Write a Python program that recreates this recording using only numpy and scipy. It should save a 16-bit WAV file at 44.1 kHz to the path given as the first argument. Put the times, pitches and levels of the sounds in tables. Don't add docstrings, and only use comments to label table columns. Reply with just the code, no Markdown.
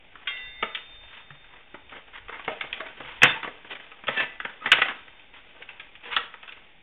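import sys
import numpy as np
from scipy import signal
from scipy.fft import rfft, irfft, next_fast_len
from scipy.io import wavfile
from scipy.ndimage import uniform_filter1d, map_coordinates

SR = 44100
rng = np.random.default_rng(int(sys.argv[2]) if len(sys.argv) > 2 else 0)


def pcm_store(signal):
    levels = np.round(np.clip(np.atleast_2d(signal), -1, 1) * 32767)
    wavfile.write(sys.argv[1], SR, levels.astype(np.int16).T)


N = 300762


def amp(db):
    return 10 ** (np.asarray(db) / 20)


def unit(x):
    return x / np.sqrt(np.mean(x ** 2) + 1e-20)


def along(points, hz):
    point_hz, value = np.transpose(points)
    return np.interp(np.log(hz + 1), np.log(point_hz + 1), value)


def curves(rows):
    time_s, *columns = np.transpose(rows)
    return [np.interp(np.arange(N) / SR, time_s, column) for column in columns]


def wobble(knots_per_s):
    knots = rng.standard_normal(int(N * knots_per_s / SR) + 4)
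    return map_coordinates(knots, [np.arange(N) * knots_per_s / SR])


def filtered(x, response):
    size = next_fast_len(x.shape[-1] + 8192)
    spectrum = rfft(x, size) * response(np.fft.rfftfreq(size, 1 / SR))
    return irfft(spectrum, size)[..., :x.shape[-1]]


# centre in Hz, width in Hz, level in dB.
CRATE_MODES = [(257, 140, -7.5), (481, 90, -2), (632, 79, -2), (791, 66, -1), (924, 99, -1.5),
               (1165, 245, -2), (1311, 169, 0), (1538, 157, 0), (1762, 222, -0.5), (1957, 187, 2),
               (2157, 225, 2), (2333, 310, 0.5), (2651, 266, 0.5), (2995, 250, -0.5), (3260, 330, 0),
               (3552, 460, -1), (3920, 400, -1.5)]
CRATE_HZ = np.transpose(CRATE_MODES)[0]


def crate(extra_db):
    centre_hz, width_hz, db = np.transpose(CRATE_MODES)[:, :, None]
    sign = (-1) ** np.arange(len(CRATE_MODES))[:, None]
    gain = sign * amp(db + np.reshape(extra_db, (-1, 1)))

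    def response(f):
        damping = 1j * f * width_hz
        return np.sum(gain * damping / (centre_hz ** 2 - f * f + damping), axis=0)
    return response


# start in seconds, nominal peak in dB,
# brightness in dB from panel thud to tip click, loudest pitch in Hz.
TAPS = [(.154, -31.5, -3.5, 1230), (.272, -16, 42, 2760), (.37, -27.5, 34, 3500), (.626, -11, -8, 1300),
        (.748, -15.5, 52, 2880), (.773, -26, 13.5, 2920), (1.304, -31.5, 2, 1840), (1.382, -62, 25, 3200),
        (1.442, -40.5, 10, 3610), (1.535, -39, -9, 1150), (1.742, -28, -10, 891), (1.894, -36.5, 17, 2620),
        (1.92, -35, 1, 1400), (2.078, -40, -10, 840), (2.174, -31.5, 2.5, 1280), (2.282, -30.5, 0.5, 2160),
        (2.292, -25, -5.5, 1260), (2.394, -27, -4.5, 1540), (2.447, -29, 10, 2910), (2.478, -14, -14, 880),
        (2.609, -15, 15, 2180), (2.638, -28, -11, 2070), (2.728, -15, 35, 3250), (2.804, -21, -2.5, 1710),
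        (2.863, -28, 0, 2200), (2.884, -31.5, 19, 1590), (2.975, -38.5, -11.5, 880),
        (3.001, -26.5, -10, 484), (3.047, -32.5, 2, 2160), (3.219, -4.5, 11, 2660), (3.231, 4.5, 4, 2670),
        (3.241, -2.5, 7, 1540), (3.251, -6.5, 14, 1980), (3.429, -19.5, 1.5, 2560), (3.444, -20, -4.5, 918),
        (3.476, -27.5, -13, 1670), (3.646, -33.5, -8, 1580), (3.753, -27.5, 13, 2250),
        (3.798, -31.5, 0, 1960), (3.916, -32, 1, 2550), (4.037, -30, -7, 2420), (4.07, -22.5, 7, 2640),
        (4.081, -12, -0.5, 2380), (4.085, -15, -15.5, 1970), (4.203, -14.5, 6, 1760), (4.4, -18.5, 1, 1820),
        (4.449, -16.5, -4, 1670), (4.496, -29.5, 2.5, 1674), (4.617, -36.5, -7, 1220),
        (4.658, -11, 5.5, 1740), (4.67, -21, -6.5, 1950), (4.717, 2.5, 26, 2630), (4.727, -1.5, 13, 2360),
        (4.767, -17, 29, 2630), (4.783, -14.5, -8.5, 1990), (4.817, -4.5, 11, 2550), (4.854, -19, -3, 1980),
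        (4.883, -17, 8.5, 1740), (5.079, -36, 17, 1440), (5.194, -37.5, 47, 2420), (5.622, -28, 21, 2450),
        (5.689, -26.5, 16, 2610), (5.797, -25.5, 39, 2570), (5.952, -33.5, 36, 2550), (6.054, -34, 6, 1950),
        (6.128, -18, 5, 2390), (6.164, -5, 15, 1290), (6.339, -28.5, -0.5, 1208), (6.429, -30.5, 7, 1970),
        (6.477, -30.5, 19, 2730), (6.489, -28.5, 26, 2800), (6.522, -28.5, 46, 2400)]
RATTLE_T60_S, FIRST_CONTACT_DB = 0.052, 14.5
CREST_DB = 10.5
FLANK_DB = -6
THUD_SHARE, DEEP_SHARE = 0.67, 0.85


def taps():
    out, t = np.zeros(N + SR), np.arange(SR // 6) / SR
    for start_s, peak_db, bright_db, spot_hz in TAPS:
        tilt = [(250, FLANK_DB - DEEP_SHARE * bright_db),
                (600, FLANK_DB - THUD_SHARE * bright_db),
                (1400, 0),
                (3000, FLANK_DB + (1 - THUD_SHARE) * bright_db)]
        place_db = along(tilt, CRATE_HZ)
        place_db += 4 * np.exp(-(np.log(CRATE_HZ / spot_hz) / .12) ** 2)
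        place_db += rng.normal(0, 1.5, len(CRATE_HZ))
        rattle = rng.standard_normal(len(t)) * amp(-60 * t / RATTLE_T60_S)
        rattle[0] = amp(FIRST_CONTACT_DB)
        knock = filtered(rattle, crate(place_db))
        knock /= np.std(knock[:SR // 150])
        out[round(start_s * SR):][:len(t)] += amp(peak_db - CREST_DB) * knock
    return out[:N]


# start in seconds, boom level in dB.
BUMPS = [(.626, -57), (1.304, -41.5), (2.448, -55), (2.479, -55), (2.637, -50), (3.001, -47), (3.047, -46),
         (3.219, -30.5), (3.231, -20), (3.249, -31.5), (3.428, -52.5), (3.445, -51), (4.07, -43.5),
         (4.08, -36), (4.212, -43.5), (4.45, -49), (4.659, -43), (4.728, -44.5), (4.783, -46.5),
         (5.079, -59)]
BOOM_HZ, BOOM_T60_S, BOOM_RISE_S = 140.7, 0.13, .006


def bumps():
    out, t = np.zeros(N + SR), np.arange(SR // 6) / SR
    envelope = amp(-60 * t / BOOM_T60_S) * (1 - np.exp(-t / BOOM_RISE_S))
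    boom = np.sin(2 * np.pi * BOOM_HZ * t) * envelope
    for start_s, db in BUMPS:
        out[round(start_s * SR):][:len(t)] += amp(db) * boom
    return out[:N]


# time in seconds, rib scratch in dB.
DRAG = [(0, -64.5), (.21, -60), (.27, -56.5), (.8, -61.5), (1.12, -56), (1.4, -61.5), (1.96, -62.5),
        (2.3, -59), (2.5, -51.5), (3.1, -53.5), (3.6, -58), (3.8, -53.5), (3.93, -56), (4.5, -58.5),
        (5, -58), (5.36, -63.5), (5.6, -57), (5.95, -63.5), (6.5, -58), (6.82, -69)]
DRONE_DB, HISS_DB = -6.5, 1.5
# start in seconds, length in seconds,
# rib scratch in dB, panel drone in dB, tip hiss in dB.
STROKES = [(1.064, 0.18, -55.5, -96, -52), (1.434, 0.18, -59, -73, -82), (1.906, 0.1, -43.5, -51, -47),
           (2.127, 0.065, -42, -62, -45), (2.289, 0.13, -45, -59, -51.5), (2.477, 0.069, -61, -45, -48.5),
           (2.795, 0.033, -41.5, -55, -48.5), (3.046, 0.11, -45, -60.5, -44.5),
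           (3.461, 0.043, -40, -45.5, -55.5), (3.693, 0.056, -42, -49.5, -41),
           (3.748, 0.03, -43.5, -62, -45), (4.117, 0.058, -39, -53, -38), (4.162, 0.09, -30.5, -38, -29.5),
           (4.626, 0.058, -39, -53.5, -45.5), (4.889, 0.04, -40, -53, -69), (5.322, 0.092, -52, -68.5, -50),
           (5.601, 0.04, -60, -58, -66), (6.025, 0.09, -45.5, -54.5, -44.5),
           (6.102, 0.068, -33.5, -62, -34)]
SKID_DB, SKID_T60_S, SKID_DRONE_DB = -35.5, 0.34, -10.5


def drag():
    force = amp(curves(DRAG)[0]) * amp([[0], [DRONE_DB], [HISS_DB]])
    t = np.arange(SR // 2) / SR
    for start_s, peak_db, *_ in TAPS:
        start = round(start_s * SR)
        skid = amp(peak_db + SKID_DB - 60 * t / SKID_T60_S)[:N - start]
        force[:, start:][:, :len(t)] += skid * amp([[0], [SKID_DRONE_DB], [HISS_DB]])
    for start_s, length_s, *stroke_db in STROKES:
        arc = np.sin(np.pi * np.arange(round(length_s * SR)) / (length_s * SR))
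        force[:, round(start_s * SR):][:, :len(arc)] += amp(stroke_db)[:, None] * arc

    is_large = rng.random(N) < .08
    slips = rng.standard_normal(N) * amp(2.3 * rng.exponential(size=N) * is_large)
    slips *= amp(1.2 * wobble(35) + 2.5 * wobble(120))
    scratch = (CRATE_HZ > 900) & (CRATE_HZ < 2300)
    drone, hiss = CRATE_HZ <= 900, CRATE_HZ >= 2300
    out = np.zeros(N)
    for push, band in zip(force, [scratch, drone, hiss]):
        rub = unit(filtered(slips, crate(np.where(band, 0, -60))))
        out += push * amp(wobble(25)) * rub
    return out


# start in seconds, length in seconds,
# mean slip rate in Hz, levels of partials 1, 2 and 3 in dB.
SQUEAKS = [(2.488, 0.058, 630, -38.5, -50, -69), (2.808, .04, 635, -38.5, -61, -60),
           (4.159, 0.072, 879, -54, -26, -31), (4.61, 0.049, 1257, -39, -53, -59),
           (5.602, 0.024, 488, -48, -70, -68), (6.055, 0.078, 478, -49.5, -59, -66),
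           (6.185, 0.038, 479, -44.5, -48, -63.5), (3.266, 0.056, 3570, -24.5, -78, -80),
           (3.353, .03, 904, -37.5, -50, -60)]


def squeaks():
    out = np.zeros(N)
    for start_s, length_s, slip_hz, *partial_db in SQUEAKS:
        u = np.arange(round(length_s * SR)) / (length_s * SR)
        noise = rng.standard_normal((2, len(u)))
        pitch_drift, level_drift = uniform_filter1d(noise, 200, axis=1) * np.sqrt(200)
        phase = 2 * np.pi * np.cumsum(slip_hz * (1 + 0.0097 * pitch_drift)) / SR
        tone = sum(amp(db) * np.sin((k + 1) * phase) for k, db in enumerate(partial_db))
        stroke = np.sin(np.pi * u) ** .6 * amp(3 * level_drift)
        out[round(start_s * SR):][:len(u)] += tone * stroke
    return out


# start in seconds, level in dB,
# how flat it is held on the crate from 0 to 1, free ringing before the next touch in seconds.
BLOWS = [(0.273, -32, 0, 0.46), (4.09, -32.5, 0.7, 0.25), (4.21, -43.5, 0.9, 0.175),
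         (4.665, -27.5, 0.7, 0.22)]
BLADE_HZ = [1136, 1394, 1550, 1692, 1992, 2115, 2340, 2745, 3245, 3611]
# level in dB, t60 of the free blade in seconds,
# split to the beating partner in Hz, partner share of the free blade from -1 to 1.
BLADE_MODES = [(-6.5, 0.22, 0, 0), (-9.5, 0.3, 0, 0), (-20.5, 2.1, 3.5, -.2), (-15.5, 1.474, 4.5, 0.21),
               (-6.5, 2.2, 4, -.6), (-7, 1.5, 3, 0.9), (-7.5, .2, 0, 0.1), (0.5, .7, 2.5, -0.4),
               (3.5, 0.176, 0, 0.5), (-2.5, 3.56, 2.24, -0.1)]
HANDLE_HZ = BLADE_HZ[4]
TOUCH_T60_S = .3


def spatula():
    out, t = np.zeros(N + 2 * SR), np.arange(2 * SR) / SR
    turning = amp(1.5 * wobble(14)[:len(t)])
    attack = 1 - np.exp(-t / .002)
    for start_s, blow_db, flat, free_s in BLOWS:
        for hz, (mode_db, t60_s, split_hz, share) in zip(BLADE_HZ, BLADE_MODES):
            muted = flat * (abs(hz - HANDLE_HZ) > 60)
            fade_db = -60 * t / t60_s * (1 + 0.82 * flat) - 25 * muted
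            touched_s = np.maximum(t - free_s, 0)
            fade_db -= 60 * touched_s / TOUCH_T60_S * (hz < BLADE_HZ[-1])
            partner = np.sin(2 * np.pi * (hz + split_hz) * t)
            pair = np.sin(2 * np.pi * hz * t) + share * (1 - flat) * partner
            ring = amp(blow_db + mode_db + fade_db) * pair
            out[round(start_s * SR):][:len(t)] += ring * turning * attack
    return out[:N]


# frequency in Hz, t60 in seconds.
KITCHEN = [(150, 0.37), (500, 0.4), (1500, 0.38), (3500, 0.34)]


def kitchen(x):
    out, hop = np.zeros(N + SR), SR // 4
    for start in range(0, N, hop):
        hz, t, bins = signal.stft(rng.standard_normal(SR // 2), SR, nperseg=256)
        bins = bins * amp(-60 * t / along(KITCHEN, hz)[:, None])
        tail = signal.istft(bins, SR, nperseg=256)[1]
        wet = signal.fftconvolve(x[start:start + hop], tail / np.linalg.norm(tail))
        out[start + 180:][:len(wet)] += wet
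    return out[:N]


# frequency in Hz, relative density in dB per Hz.
AIR = [(59, -36.5), (100, -2.5), (692, -7), (855, -0.5), (1090, -24), (2250, 1.5), (3230, -5.5),
       (3700, 1.5), (4810, -40), (8140, -120)]


def room_noise():
    air = unit(filtered(rng.standard_normal(N), lambda hz: amp(along(AIR, hz))))
    return amp(-58.5 + 0.96 * wobble(2.1)) * air


# time in seconds, level in dB.
HAND = [(0, -68), (1.2, -63), (1.6, -66), (2.6, -63.5), (3.5, -69), (4.5, -65), (5.4, -68), (6.82, -71)]
# centre in seconds, level in dB.
JOLTS = [(0.469, -58.5), (0.629, -61), (1.07, -58), (1.9, -64.5), (2.24, -57.5), (3.25, -52.5), (4.73, -52),
         (6.17, -64)]
JOLT_HALF_WIDTH_S = 0.038


def handling():
    rumble_db = [(8, -17.5), (25, 0.0), (40, -5.0), (60, -9), (90, -10.5), (160, -28.5), (300, -92.5)]
    lumps = rng.standard_normal(N) * amp(2.5 * wobble(9))
    rumble = unit(filtered(lumps, lambda hz: amp(along(rumble_db, hz))))
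    grip, t = amp(curves(HAND)[0]), np.arange(N) / SR
    for centre_s, db in JOLTS:
        grip += amp(db) * np.exp(-((t - centre_s) / JOLT_HALF_WIDTH_S) ** 2)
    return grip * rumble


def scene():
    knocks = taps() + bumps()
    rubs = squeaks() + drag()
    wet = kitchen(amp(-8.5) * knocks + amp(-9.5) * rubs)
    return (knocks + rubs + wet + spatula() + room_noise() + handling())[None]


# frequency in Hz, gain in dB.
EDGE = [(20, 2.5), (3500, 0.5), (3750, -12), (3950, -25.5), (4050, -57.5), (4600, -110), (20000, -120)]
# frequency in Hz, gain in dB.
MIRROR = [(20, -120), (3900, -120), (4000, -46), (4150, -26), (4400, -40), (4600, -41), (5000, -120),
          (20000, -120)]
RATE_HZ, TOP_HZ = 8000, 16800


def record(dry):
    mirrored = 2 * dry * np.cos(2 * np.pi * RATE_HZ * np.arange(N) / SR)
    voice = filtered(dry, lambda hz: amp(along(EDGE, hz)))
    voice += filtered(mirrored, lambda hz: amp(along(MIRROR, hz)))
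    clipped = voice / (1 + np.abs(voice / .7) ** 24) ** (1 / 24)
    return filtered(clipped - .0017, lambda hz: hz < TOP_HZ)


dry = scene()
out = record(dry)
pcm_store(out)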